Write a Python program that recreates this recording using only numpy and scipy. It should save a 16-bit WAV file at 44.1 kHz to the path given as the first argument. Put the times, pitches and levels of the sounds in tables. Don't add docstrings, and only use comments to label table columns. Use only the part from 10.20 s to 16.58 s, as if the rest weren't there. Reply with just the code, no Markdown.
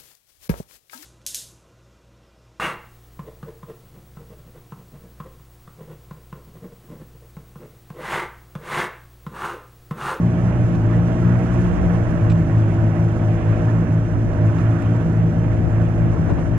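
import sys
import numpy as np
from scipy import signal
from scipy.fft import rfft, irfft, next_fast_len
from scipy.io import wavfile

SR = 44100
rng = np.random.default_rng(int(sys.argv[2]) if len(sys.argv) > 2 else 0)


def inscribe(sig):
    pcm = np.round(np.clip(np.atleast_2d(sig).T, -1, 1) * 32767)
    wavfile.write(sys.argv[1], SR, pcm.astype(np.int16))


def boost_factor(decibels):
    exponent = np.asarray(decibels, float) / 20
    return 10 ** exponent


N = 281347

# time_s, firings_per_s
CRANK_SPEED = [(0, 58.2), (.42, 59.4), (.62, 54.8), (.85, 58.1), (1.3, 59.4), (1.6, 58.8), (2, 56.2),
               (2.55, 55.5), (3.03, 56.7), (3.28, 55.5), (3.62, 57.1), (4.18, 55.1), (4.5, 56.4),
               (4.9, 57.2), (5.25, 57.1), (5.5, 56.5), (6.38, 55.6)]
# pitch_hz, level_db (per Hz)
ROAR_COLOUR = [(400, -34), (600, -1), (700, -9.5), (950, -8.5), (1250, -12.5), (1700, -14.5), (2100, -20.5),
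               (2700, -23.5), (3200, -28.5), (3900, -37.5), (5000, -59.5)]
BASS_LAG_S, ROAR_LAG_S, HISS_LAG_S, TICK_LAG_S = .00022, .00005, .00009, .00003


def rms_one(x):
    return x / np.sqrt(np.mean(x ** 2) + 1e-20)


def in_time(rows):
    s, *columns = np.transpose(rows)
    return [np.interp(np.arange(N) / SR, s, c) for c in columns]


def at_hz(points, hz, axis=1):
    points = np.array(points)
    return np.interp(np.log(hz), np.log(points[:, 0]), points[:, axis])


def drift(rate):
    hop = 40
    r = np.exp(-80 * np.pi * rate / SR)
    slow = signal.lfilter([1], [1, -2 * r, r * r], rng.standard_normal(N // hop + 2002))[2000:]
    return np.interp(np.arange(N) / hop, np.arange(len(slow)), rms_one(slow))


def resonance(x, hz, width_hz):
    r = np.exp(-np.pi * width_hz / SR)
    gain = (1 - r * r) / 2
    poles = [1, -2 * r * np.cos(2 * np.pi * hz / SR), r * r]
    return signal.lfilter(np.array([1, 0, -1]) * gain, poles, x + 1e-18)


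def butter(x, order, hz, kind="low"):
    return signal.sosfilt(signal.butter(order, hz, kind, fs=SR, output="sos"), x)


def ports(x, lag_s, other=None):
    # pitch_hz, likeness (0 to 1), left_minus_right_db
    housing = [(40, 0.69, -1.5), (294, 1, -1), (680, 0.8, -4.5), (930, 0.18, -9.5), (1440, 0.22, -15.5),
               (2400, 0.31, -11.5), (4100, .1, -6.5), (5460, .55, -3.5), (6900, .62, -7.5),
               (8600, 0.13, -5.5), (13300, 0.15, -7.5)]
    edge, size = 1024, 2 * next_fast_len(N // 2 + 1025)
    fade = np.pad(np.ones(N), edge, "linear_ramp")
    hz = np.maximum(np.fft.rfftfreq(size, 1 / SR), 1)
    shade = boost_factor(at_hz(housing, hz, axis=2) / 2)
    right = rfft(np.pad(x, edge, "reflect") * fade, size)
    left = right * np.exp(-2j * np.pi * hz * lag_s)
    if other is not None:
        alike = np.clip(at_hz(housing, hz), 0, 1)
        unrelated = rfft(np.pad(other, edge, "reflect") * fade, size)
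        left = alike * left + np.sqrt(1 - alike ** 2) * unrelated
    return irfft(np.array([left * shade, right / shade]), size)[:, edge:edge + N]


def banded_noise(spectrum, lag_s, patchy_db, together_db):
    size = 2 * next_fast_len(N // 2 + 1)
    hz = np.maximum(np.fft.rfftfreq(size, 1 / SR), 1)
    low_hz, top_hz = spectrum[0][0], spectrum[-1][0]
    colour = boost_factor(at_hz(spectrum, hz)) * (hz > low_hz) * (hz < top_hz)
    white = rfft(rng.standard_normal((2, size))) * colour
    shared = drift(16.0) + 0.57 * drift(28.0)
    place = np.log2(hz / low_hz) * 6 / np.log2(top_hz / low_hz)
    out = 0
    for k in range(7):
        band = np.clip(1 - abs(place - k), 0, 1)
        flicker = boost_factor(together_db * shared + patchy_db * drift(8.9))
        out = out + irfft(white * band, size)[:, :N] * flicker
    pair = ports(out[0], lag_s, out[1])
    return pair / np.sqrt(np.mean(pair.mean(0) ** 2))


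def crank_turns():
    # time_s, behind_turns
    slip = [(0, .81), (.5, 2.25), (.81, 2.59), (1.2, 3.14), (1.44, 3.65), (1.76, 3.97), (2.43, 5.05),
            (2.62, 5.51), (2.94, 6.14), (3.49, 7.43), (3.65, 7.72), (4.14, 8.73), (4.66, 9.86),
            (4.95, 10.43), (5.36, 11.14), (5.57, 11.53), (5.95, 12.11), (6.38, 13.02)]
    per_s, = in_time(CRANK_SPEED)
    crank = np.cumsum(per_s * (1 + .004 * drift(12.44))) / SR
    return crank, crank - in_time(slip)[0]


def exhaust(turns, pulley):
    # time_s, second_order_db, third_order_db, pulley_over_crank_db
    boom = [(0.0, -26.5, -24, -9.3), (0.54, -23.5, -31, -8.5), (0.63, -23, -24, -6.5),
            (1.27, -23.5, -27.5, -8.5), (1.55, -34, -22, -6), (1.88, -20, -29.5, 1.7),
            (2.22, -24.5, -22.9, 9.5), (2.43, -19.5, -33, 7), (2.81, -23, -22.5, 7),
            (2.89, -22.8, -31.5, 7.5), (3.65, -21.5, -23.5, 2.5), (4.1, -24.5, -34, 3.5),
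            (4.14, -19, -26, 5.5), (4.49, -22, -28, -0.8), (5.18, -23.5, -24.5, 9.5), (5.3, -27, -35, 9.5),
            (5.67, -22, -26, 6.5), (6.38, -27, -28, 2.5)]
    # order (multiple), crank_db, pulley_over_crank_db
    upper = [(4, -35.5, -9), (5, -36, -13), (5.5, -43, -20), (6, -35.5, -13)]
    # order (multiple), level_db
    weak = [(1, -34.5), (1.5, -37.5), (7, -46.5), (8, -49.5), (9, -51), (10, -45), (11, -43.5), (12, -53.5)]
    second_db, third_db, pulley_db = in_time(boom)
    per_s, = in_time(CRANK_SPEED)
    second_swing_db, third_swing_db = second_db - second_db.mean(), third_db - third_db.mean()

    def beating(order, behind, over_db, phase):
        crank_tone = np.sin(2 * np.pi * order * turns + phase)
        pulley_tone = np.sin(2 * np.pi * order * behind + phase)
        return boost_factor(-over_db / 2) * crank_tone + boost_factor(over_db / 2) * pulley_tone

    out = boost_factor(second_db + 0.29 * drift(8.0)) * beating(2, pulley, pulley_db, 0.33 * drift(4.3))
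    third = beating(3, pulley - .057, pulley_db, 1.0 + 0.4 * drift(5.0))
    out += boost_factor(third_db + 1.3 * drift(7.4)) * third
    for order, db, over_db in upper:
        db = db + .3 + over_db / 2 + .15 * third_swing_db
        if order == 4:
            db += 1.55 * (per_s - per_s.mean()) + .5 * second_swing_db
        phase = 0.25 * drift(4.0) + rng.uniform(0, 2 * np.pi)
        out += boost_factor(db + 1.6 * drift(3.0)) * beating(order, pulley, over_db, phase)
    for order, db in weak:
        phase = .5 * drift(4.6) + rng.uniform(0, 2 * np.pi)
        out += boost_factor(db + 2.3 * drift(8.9)) * np.sin(2 * np.pi * order * turns + phase)
    return np.sqrt(2) * out


def panels(turns, load_db):
    # pitch_hz, width_hz, level_db
    modes = [(336.1, 29, -4.5), (477, 25, -4), (610.4, 40, -2.5), (644.6, 45, -5.5), (738, 49, -5.5),
             (1624, 390, -13.5), (2705, 60, -26)]
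    fired = np.diff(np.floor(turns), prepend=0) * boost_factor(1.9 * drift(49.0))
    shake = rms_one(fired) + 1.06 * rng.standard_normal(N)
    shake = shake * boost_factor(load_db + 1.8 * drift(5.0))
    out = np.zeros(N)
    for hz, width, db in modes:
        ring = resonance(resonance(shake, hz, width), hz, 2 * width)
        out += boost_factor(db - 37.5 + 0.19 * drift(2.3)) * rms_one(ring)
    return out


def rumble(beat):
    # pitch_hz, level_db (per Hz)
    colour = [(18, -46), (30, -11), (59, -23.5), (88, 1), (113, -1.5), (261, -11), (332, -10.5),
              (417, -20.5), (613, -24.5), (900, -38), (1170, -69.5), (1980, -120)]
    return boost_factor(-24) * banded_noise(colour, BASS_LAG_S, patchy_db=-0.5, together_db=-0.15) * beat


def roar(roar_db, beat):
    return boost_factor(roar_db + 1.0) * banded_noise(ROAR_COLOUR, ROAR_LAG_S, patchy_db=1.4, together_db=0.57) * beat


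def hiss(load_db):
    # pitch_hz, level_db (per Hz)
    colour = [(2800, -14), (3800, -9), (4800, -6), (5600, -2.5), (6100, -1), (7300, -5.5), (7900, -9),
              (8100, -11.5), (10300, -13.5), (10700, -17.5), (12500, -25), (13000, -23.5), (14500, -31.5)]
    air = banded_noise(colour, HISS_LAG_S, patchy_db=-0.3, together_db=1.1)
    return air * boost_factor(-61 + 0.93 * load_db)


def whines():
    # pitch_hz, width_hz, level_db
    whistles = [(5830, 190, -67), (6000, 150, -76.5), (6940, 140, -76), (7260, 200, -77.5)]
    out = np.zeros(N)
    for hz, width, db in whistles:
        tone = resonance(resonance(rng.standard_normal(N), hz, width), hz, width)
        out += boost_factor(db + 1.5 * drift(3.0)) * rms_one(tone)
    return out


def chatter(roar_db):
    struck = rng.random(N) < 500.0 / SR
    strength = boost_factor(3.0 * np.minimum(rng.exponential(1, N), 4.0))
    knocks = struck * strength * rng.choice([-1, 1], N)
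    dealt = rng.integers(0, 16, N)
    pitches = np.geomspace(750, 3400, 16) * boost_factor(rng.normal(0, .25, 16))
    rings = np.zeros(N)
    for k, hz in enumerate(pitches):
        ring = resonance(knocks * (dealt == k), hz, 0.015 * hz)
        rings += boost_factor(at_hz(ROAR_COLOUR, hz)) * np.sqrt(hz) * rms_one(ring)
    return boost_factor(roar_db - 9.5) * rms_one(rings)


def wind():
    # top_s, length_s, left_db, right_db
    gusts = [(.5, .2, -31, -26), (1.2, 0.39, -26.5, -31), (1.6, 0.16, -22, -22.5), (1.95, .2, -24.5, -31.5),
             (3.4, 0.4, -29.5, -44), (4.1, 0.18, -26, -34.5), (5.45, .25, -21.5, -36.5),
             (5.95, 0.27, -20, -33.5), (6.105, 0.033, -17.5, -41), (6.185, 0.028, -19, -25),
             (6.33, 0.033, -20, -36)]
    # left_db, right_db
    breeze_db = [-30.5, -36]
    s, length, *gust_db = np.transpose(gusts)
    swell = np.exp(-((np.arange(N)[:, None] / SR - s) / length) ** 2)
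    levels_db = [10 * np.log10(boost_factor(2 * calm_db) + swell @ boost_factor(2 * db))
                 for calm_db, db in zip(breeze_db, gust_db)]
    top_hz = 103 * boost_factor(.45 * (levels_db[0] - breeze_db[0]))
    share = np.clip(np.log(top_hz / 90) / np.log(600 / 90), 0, 1)
    out = []
    for level_db in levels_db:
        noise = butter(rng.standard_normal(N), 3, 33, "high")
        dull = butter(butter(noise, 2, 90), 2, 450)
        bright = butter(signal.lfilter([1], [1, -.975], noise), 4, 750)
        mixed = np.sqrt(1 - share) * rms_one(dull) + share * rms_one(bright)
        out.append(boost_factor(level_db + 2.0 * drift(12.0)) * mixed)
    return np.array(out)


def ticks():
    # start_s, peak_db, pitch_hz, length_s, body_db
    bumps = [(0.549, -52, 6800, 0.013, 6.5), (0.71, -50.5, 5830, 0.0068, 3),
             (1.417, -53, 6200, 0.0089, 0.5), (2.098, -42, 7650, 0.018, 3.5), (2.117, -47, 7450, 0.012, 6),
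             (2.398, -62, 6080, 0.007, 9), (2.604, -57.5, 5800, 0.0068, 1), (3.29, -56.5, 6900, 0.02, 2),
             (4.132, -60.5, 6700, 0.008, 12.5), (4.384, -69, 7200, 0.014, 23),
             (4.622, -34, 7540, 0.0023, -6), (4.628, -43, 7300, 0.0022, -2),
             (4.761, -50, 7500, 0.0086, -1.5)]
    # pitch_hz, width_hz, level_db
    body_modes = [(650, 180, 6.5), (1300, 360, 8.5), (2360, 190, 6), (3600, 680, -10.5), (5800, 2500, -13)]
    crack_s = .0015
    out, after = np.zeros(N), np.arange(3000) / SR
    for s, db, hz, length, body_db in bumps:
        buzz = rng.standard_normal(len(after)) * np.exp(-(after / length) ** 2)
        body = sum(boost_factor(level_db) * resonance(buzz, body_hz, width) for body_hz, width, level_db in body_modes)
        part = resonance(resonance(buzz, hz, 300), hz, 900)
        crack = np.diff(buzz * np.exp(-after / crack_s), prepend=0)
        tick = 1.3 * part + boost_factor(body_db) * butter(body, 3, 6000)
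        tick += boost_factor(-5.0) * (crack_s / length) ** 2 * crack
        at = round(s * SR)
        out[at:at + len(after)] += boost_factor(db + 7.5) * tick[:N - at]
    return butter(out, 1, 9000)


def puffs():
    # top_s, level_db, length_s
    bursts = [
        (6.103, -28, .014),
        (6.187, -31, .011),
    ]
    noise = rms_one(butter(rng.standard_normal(N), 2, [300, 900], "band"))
    shape = sum(boost_factor(db) * np.exp(-((np.arange(N) / SR - s) / length) ** 2) for s, db, length in bursts)
    return noise * shape * boost_factor([[0], [-9.0]])


def scene():
    # time_s, roar_db
    trail = [(0, -38.5), (.54, -38.5), (.68, -40), (.73, -37), (1.42, -36.5), (2.33, -38), (2.6, -38),
             (3.2, -39), (3.34, -36.5), (3.72, -39.5), (3.97, -41), (4.18, -39.5), (4.39, -36.5),
             (4.57, -38), (5.1, -40.5), (5.7, -39.5), (6.1, -38), (6.38, -39)]
    turns, pulley = crank_turns()
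    roar_db, = in_time(trail)
    load_db = roar_db - roar_db.mean()
    beat = 1 + 0.02 * np.sin(2 * np.pi * turns)
    sway_db = .7 * drift(14.0)
    engine = ports(exhaust(turns, pulley) + panels(turns, load_db), BASS_LAG_S) * boost_factor([sway_db, -sway_db])
    low = engine + rumble(beat) + roar(roar_db, beat)
    high = hiss(load_db) + ports(whines(), HISS_LAG_S)
    high += ports(chatter(roar_db) + ticks(), TICK_LAG_S)
    right_db = -1.1 - 2.5 * np.maximum(np.arange(N) / SR - 5.57, 0)
    return (low + high) * boost_factor([0 * right_db, right_db]) + wind() + puffs()


def band_limit(x):
    return signal.sosfilt(signal.butter(12, 14450, fs=SR, output="sos"), x)


def record(dry):
    opening = np.sin(np.pi / 2 * np.minimum(np.arange(N) / (.001 * SR), 1)) ** 2
    rounded = 0.91 * np.tanh(dry * opening / 0.89)
    return band_limit(rounded)


dry = scene()
out = record(dry)
inscribe(out)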